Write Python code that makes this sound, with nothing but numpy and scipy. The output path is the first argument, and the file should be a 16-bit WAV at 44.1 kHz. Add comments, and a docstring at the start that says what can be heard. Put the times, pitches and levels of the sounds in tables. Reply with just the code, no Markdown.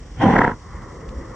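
"""In the open air, on sand, a ridden horse snorts once, close by. Turbulent air excites the resonances of
its nose while the nostrils flap: each closing interrupts the flow, first with dull thuds, then with bright
slaps that slow down as the blow runs out. Behind it are wind rumble, a distant surf-like wash, a faint hiss
of sand, soft low thumps and tiny dry ticks, as of sand grains."""
import sys
import numpy as np
from scipy import signal
from scipy.fft import rfft, irfft, next_fast_len
from scipy.io import wavfile
from scipy.ndimage import uniform_filter1d, minimum_filter1d, map_coordinates

SR = 44100
rng = np.random.default_rng(int(sys.argv[2]) if len(sys.argv) > 2 else 0)


def store_wav(level_fs):
    """Save 16-bit WAV to argv[1]."""
    pcm = np.round(np.clip(np.atleast_2d(level_fs), -1, 1) * 32767)
    wavfile.write(sys.argv[1], SR, pcm.T.astype(np.int16))


N = 59535

# Envelope of the wind (time [s], level [dB])
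WIND_ENVELOPE = [(0, -40.5), (.08, -42.5), (.17, -35), (.22, -35.5), (.35, -33.5), (.48, -33.5), (.56, -39),
                 (.61, -43), (.72, -37), (.82, -37), (.88, -41), (1.05, -38), (1.18, -35), (1.29, -38.5),
                 (1.35, -38)]
# Spectrum of the wind (frequency [Hz], gain [dB])
WIND_SPECTRUM = [(15, -35.5), (28, -23.5), (42, -2.5), (70, -4.5), (110, -8), (180, -15.5), (400, -44),
                 (1000, -85)]
# Envelopes of the distant wash (time [s], low band level [dB], upper band level [dB])
WASH_ENVELOPES = [(0, -49.5, -56), (.17, -51, -55), (0.619, -51, -49.5), (.74, -46, -42.5),
                  (.86, -41.5, -43.5), (1.0, -40.5, -45.5), (1.14, -36, -45.5), (1.35, -39.5, -43.5)]
# Spectra of its low and upper bands (frequency [Hz], gain [dB])
WASH_LOW_SPECTRUM = [(60, -15), (150, 1.5), (330, 1.5), (520, 1), (660, -11.5), (1000, -22), (2500, -65)]
WASH_HIGH_SPECTRUM = [(200, -22.5), (650, -9.5), (850, -3.5), (1050, 3), (1300, -1.5), (1550, -11),
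                      (1950, -3.5), (2200, -13), (2500, -29), (5000, -67)]
# Stereo width of the wash (frequency [Hz], side over mid [dB])
WASH_SPREAD = [(100, -28), (280, -26), (550, -5), (1200, -9), (1900, -18.5), (2600, -10.5), (5000, 15)]
# Spectrum of the sand hiss (frequency [Hz], gain [dB])
SAND_SPECTRUM = [(1000, -16), (2400, -5), (3300, -3), (4100, -10.5), (4900, -3), (5700, 4.5), (6500, -2.5),
                 (7500, -4), (9000, -16), (9800, -23.5), (10800, -52), (15000, -41.5)]
# Stereo width of the sand hiss (frequency [Hz], side over mid [dB])
SAND_SPREAD = [(2000, -7.5), (4500, 5), (5700, -7.5), (8000, 0.5)]
# Tiny dry ticks, as of sand grains (time [s], level [dB])
SAND_TICKS = [(0.8206, -49), (1.0909, -39.5)]
# Spectrum of a tick (frequency [Hz], gain [dB])
TICK_SPECTRUM = [(1000, -29), (2200, -6), (2600, 4.5), (3300, 1), (4000, -3), (6000, -12), (9000, -17),
                 (12000, -29.5), (15000, -25)]
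# Soft low thumps; the one at 0.204 s opens the snort (time [s], level [dB], frequency [Hz])
LOW_THUMPS = [(0.019, -30, 55.7), (0.123, -30, 56.7), (0.204, -20.5, 122), (.755, -28, 60.3),
              (1.09, -28.5, 49.3), (1.176, -25.5, 61.5), (1.215, -30, 44.3)]
# Envelope of the air jet at the nostril rims, strongest early in the blow (time [s], level [dB])
JET_ENVELOPE = [(.15, -57.5), (.18, -47), (.205, -39.5), (.224, -27.5), (.25, -34), (.32, -33.5),
                (.42, -43.5), (.5, -51.5), (.55, -72)]
# Spectrum of the jet (frequency [Hz], gain [dB])
JET_SPECTRUM = [(900, -21.5), (1400, 10), (2000, 10.5), (2450, 1), (3200, -1.5), (3900, -14), (5000, -19),
                (5800, -6.5), (6600, -20), (8500, -26), (9800, -32), (11000, -60.5)]
# Narrow spectrum of the hiss of flaring nostrils (frequency [Hz], gain [dB])
FLARE_SPECTRUM = [(2300, -41), (2850, -9.5), (3150, 10), (3400, -3.5), (3700, -26), (5000, -52)]
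# Force of the blow before puffs and slumps (time [s], boom level [dB], air level [dB])
BLOW_ENVELOPES = [(.15, -49, -57), (.185, -44, -49), (.202, -28.5, -33), (.214, -29.5, -18.5),
                  (.24, -12.5, -18), (.29, -13.5, -15), (.33, -18.5, -18.5), (.36, -18, -17),
                  (.44, -21, -17.5), (.495, -31.5, -23), (.53, -35, -31), (.555, -43, -51),
                  (.62, -70.5, -74)]
# Nasal resonances, nostrils open and tightened (frequency [Hz], bandwidth [Hz], gain [dB])
OPEN_NOSE_MODES = [(494, 150, -5), (760, 130, 2.5), (1020, 100, -4.5), (1450, 110, -13), (1875, 150, -6)]
NARROW_NOSE_MODES = [(473, 94, -3.5), (713, 48, -5.5), (948, 136, -0.5), (1370, 460, -6.5),
                     (1970, 150, -8.5)]
# Loss of treble round the horse's head (frequency [Hz], gain [dB])
HEAD_SHADOW = [(40, -16.5), (100, 10), (520, -1.5), (620, -5.5), (740, 1), (1040, 0.5), (1170, -9.5),
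               (1300, -4.5), (2050, -5.5), (2350, -14.5), (3200, -17), (3900, -24), (5800, -24.5),
               (8000, -28.5), (10500, -57), (15000, -64.5)]
# Resonances of the hollows of the head (frequency [Hz], bandwidth [Hz], gain [dB])
CAVITY_MODES = [(117.5, 35, -3.5), (183, 48, -4), (237, 24, 5), (294.4, 17, 0.5), (484, 120, -12)]
# Passband of their low boom (frequency [Hz], gain [dB])
CAVITY_BAND = [(40, -31), (100, 1), (300, -2), (345, 0), (430, -2.5), (520, 4), (650, -3.5), (1200, -40.5)]
# Stereo width of the snort (frequency [Hz], side over mid [dB])
SNORT_SPREAD = [(100, -39.5), (250, -33.5), (500, -13.5), (750, -11.5), (1000, -14), (1350, -8),
                (1850, -12), (2300, -4), (3500, 1.5), (9000, 7.5)]
# Closings of the nostrils (time [s], thud level [dB], slap level [dB])
NOSTRIL_FLAPS = [(0.239, -7, -24), (0.2659, -3.5, -41), (.2860, -5, -37), (.3110, -18, -41.5),
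                 (.3385, -2, -16), (0.3653, -5, -5), (0.391, -2.5, -2), (0.4191, -19, -5.5),
                 (0.4495, -11.5, -6), (0.4783, -9.5, -12), (.4960, -23.5, -42), (0.5173, -21, -21)]
# Spectrum of a flap's thud (frequency [Hz], gain [dB])
THUD_SPECTRUM = [(20, -17.5), (40, -3.5), (75, -13), (120, -1), (215, 3), (330, -9), (480, -6.5),
                 (800, -25.5), (1300, -48.5), (2200, -65.5), (5000, -96)]


def amp(db):
    """Amplitude ratio of a level in decibels."""
    return 10 ** (np.asarray(db) / 20)


def curves(rows):
    """Linear interpolation of each column after the time, one value per sample."""
    times, *columns = np.transpose(rows)
    return [np.interp(np.arange(N) / SR, times, column) for column in columns]


def wobble(rate_hz):
    """Smooth random modulation: a spline through Gaussian knots."""
    knots = rng.standard_normal(int(N * rate_hz / SR) + 4)
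    return map_coordinates(knots, [np.arange(N) * rate_hz / SR])


def filtered(x, response):
    """Zero-phase filtering: the spectrum is multiplied by a real response."""
    size = next_fast_len(N + SR // 2)
    return irfft(rfft(x, size) * response(np.fft.rfftfreq(size, 1 / SR)), size)[..., :N]


def colour(points):
    """Magnitude response through (frequency [Hz], gain [dB]) points on a logarithmic frequency axis."""
    knots_hz, db = np.transpose(points)
    return lambda hz: amp(np.interp(np.log(hz + 1), np.log(knots_hz + 1), db))


def resonances(modes, shading):
    """Response of second-order resonators, summed in power and weighted by a shading curve."""
    def response(hz):
        power = sum(np.abs(amp(db) * hz * width / (centre ** 2 - hz ** 2 + 1j * hz * width)) ** 2
                    for centre, width, db in modes)
        return colour(shading)(hz) * np.sqrt(power)
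    return response


def noise(response, spread):
    """Mid-side stereo noise of rms 1; spread lists (frequency [Hz], side over mid [dB])."""
    mid, side = filtered(rng.standard_normal((2, N)), response)
    side = filtered(side, colour(spread))
    stereo = np.array([mid + side, mid - side])
    return stereo / np.sqrt(np.mean(stereo ** 2) + 1e-20)


def steadied(x, span_s):
    """Division by the running rms evens out the chance swells of noise."""
    size = max(2, int(span_s * SR))
    power = uniform_filter1d(uniform_filter1d(np.mean(x ** 2, axis=0), size), size // 2)
    return x / np.sqrt(np.abs(power) + 1e-9)


def pulse(spectrum, size=4096):
    """Minimum-phase pulse of peak 1: folding the cepstrum makes it causal."""
    cepstrum = irfft(np.log(colour(spectrum)(np.fft.rfftfreq(size, 1 / SR))))
    cepstrum[1:size // 2] *= 2
    cepstrum[size // 2 + 1:] = 0
    shape = irfft(np.exp(rfft(cepstrum)))
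    return shape / np.abs(shape).max()


def strikes(times, db, shape):
    """Convolution with an impulse train repeats a shape at each time and level."""
    train = np.bincount(np.round(times * SR).astype(int), amp(db), N)
    return signal.fftconvolve(train, shape)[:N]


def wind():
    """Gusts modulate low-frequency noise that is nearly coherent between the two sides."""
    level_db, = curves(WIND_ENVELOPE)
    return amp(level_db) * steadied(noise(colour(WIND_SPECTRUM), spread=[(50, -20)]), span_s=0.096)


def distant_wash(flicker_db=1):
    """Two amplitude-modulated noise bands add to a surf-like wash that swells after the snort."""
    wash = np.zeros((2, N))
    for level_db, spectrum in zip(curves(WASH_ENVELOPES), (WASH_LOW_SPECTRUM, WASH_HIGH_SPECTRUM)):
        envelope = amp(level_db + flicker_db * wobble(rate_hz=25))
        wash += envelope * steadied(noise(colour(spectrum), WASH_SPREAD), span_s=0.08)
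    return wash


def sand_hiss(level_db=-56, flicker_db=1):
    """Fast random amplitude modulation gives the faint hiss of sand a slight grain."""
    return amp(level_db + flicker_db * wobble(rate_hz=90)) * noise(colour(SAND_SPECTRUM), SAND_SPREAD)


def sand_ticks(t60_s=0.0085):
    """Fast exponential decay turns noise bursts into tiny dry ticks, as of sand grains."""
    t = np.arange(N) / SR
    envelope = sum((t > start) * amp(db - 60 * np.abs(t - start) / t60_s) for start, db in SAND_TICKS)
    return envelope * noise(colour(TICK_SPECTRUM), spread=[(3000, -4)])


def thumps(width_s=0.014):
    """Gaussian wave packets: the snort's first dull nostril thud, and deep bumps of hooves or wind."""
    t = np.arange(N) / SR
    bass = np.zeros(N)
    for (centre_s, db, hz), phase in zip(LOW_THUMPS, rng.random(len(LOW_THUMPS))):
        envelope = amp(db) * np.exp(-((t - centre_s) / width_s) ** 2)
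        bass += envelope * np.cos(2 * np.pi * (hz * (t - centre_s) + phase))
    return bass


def nostril_jet(flare_s=0.235, flare_width_s=0.035, flare_db=-39.5):
    """Jet noise: air hisses past the rims, with a half-whistled narrow band as the nostrils flare."""
    level_db, = curves(JET_ENVELOPE)
    hiss = noise(colour(JET_SPECTRUM), spread=[(2000, -14.5), (3500, 6), (5800, -4.5), (9000, 6.5)])
    whistle = noise(colour(FLARE_SPECTRUM), spread=[(3000, -2)])
    flare = amp(flare_db) * np.exp(-((np.arange(N) / SR - flare_s) / flare_width_s) ** 2)
    return amp(level_db) * hiss + flare * whistle


def flap_windows(delay_s, width_s):
    """Gaussian modulation windows of peak 1, one row per flap, each offset from its closing."""
    age = np.arange(N) / SR - np.array(NOSTRIL_FLAPS)[:, :1]
    return np.exp(-((age - delay_s) / width_s) ** 2)


def nasal_airflow(tighten_s=0.36, transition_s=0.025, puff_db=7, slump_db=5.5, pan_db=-0.5):
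    """Source and filter: turbulence excites the nose and head, brightening as the nostrils tighten."""
    open_nose, narrow_nose = (steadied(noise(resonances(modes, HEAD_SHADOW), SNORT_SPREAD), span_s=0.011)
                              for modes in (OPEN_NOSE_MODES, NARROW_NOSE_MODES))
    boom = steadied(noise(resonances(CAVITY_MODES, CAVITY_BAND), SNORT_SPREAD), span_s=0.012)
    tightness = (1 + np.tanh((np.arange(N) / SR - tighten_s) / transition_s)) / 2
    air = np.sqrt(1 - tightness) * open_nose + np.sqrt(tightness) * narrow_nose  # equal-power crossfade
    # The air puffs just before each hard slap and is choked after every flap.
    _, _, slap_db = np.transpose(NOSTRIL_FLAPS)
    hardness = np.sqrt(amp(slap_db - slap_db.max()))
    boost_db = puff_db * hardness @ flap_windows(delay_s=-0.0028, width_s=0.0038)
    choke_db = slump_db * flap_windows(delay_s=0.0098, width_s=0.0034).sum(0)
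    boom_db, air_db = curves(BLOW_ENVELOPES)
    blow = amp(air_db + boost_db) * air + amp(boom_db) * boom
    return blow * amp(-choke_db) * amp([[pan_db], [-pan_db]])


def nostril_flaps(slap_hz=1739, detune=0.04, lag_s=0.0007, width_s=0.00098, pan_db=0.2):
    """Valve action: each closing cuts the flow with a thud and slaps the rim, a burst of a few cycles."""
    times, thud_db, slap_db = np.transpose(NOSTRIL_FLAPS)
    thuds = strikes(times, thud_db, -pulse(THUD_SPECTRUM))
    slaps = np.zeros(N)
    for start, db in zip(times, slap_db):
        deviation, phase = rng.standard_normal(2)
        hz = slap_hz * (1 + detune * deviation)
        age = np.arange(N) / SR - start - lag_s
        slaps += amp(db) * np.exp(-(age / width_s) ** 2) * np.sin(2 * np.pi * (hz * age + phase))
    return thuds + slaps * amp([[pan_db], [-pan_db]])


def scene():
    """Superposition of the close snort and its open-air background."""
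    snort = nasal_airflow() + nostril_jet() + nostril_flaps()
    return snort + wind() + distant_wash() + sand_hiss() + sand_ticks() + thumps()


def record(dry):
    """Peak limiting rounds the loudest flaps; a low-pass filter then bounds the bandwidth."""
    ceiling, smoothing_s, cutoff_hz = 0.96, 0.0015, 15800
    size = int(smoothing_s * SR)
    peak = np.abs(dry).max(0)
    held_gain = minimum_filter1d(ceiling / np.maximum(peak, ceiling), 2 * size + 1)
    gain = uniform_filter1d(uniform_filter1d(held_gain, size), size)
    return filtered(dry * gain, lambda hz: hz < cutoff_hz)


dry = scene()
out = record(dry)
store_wav(out)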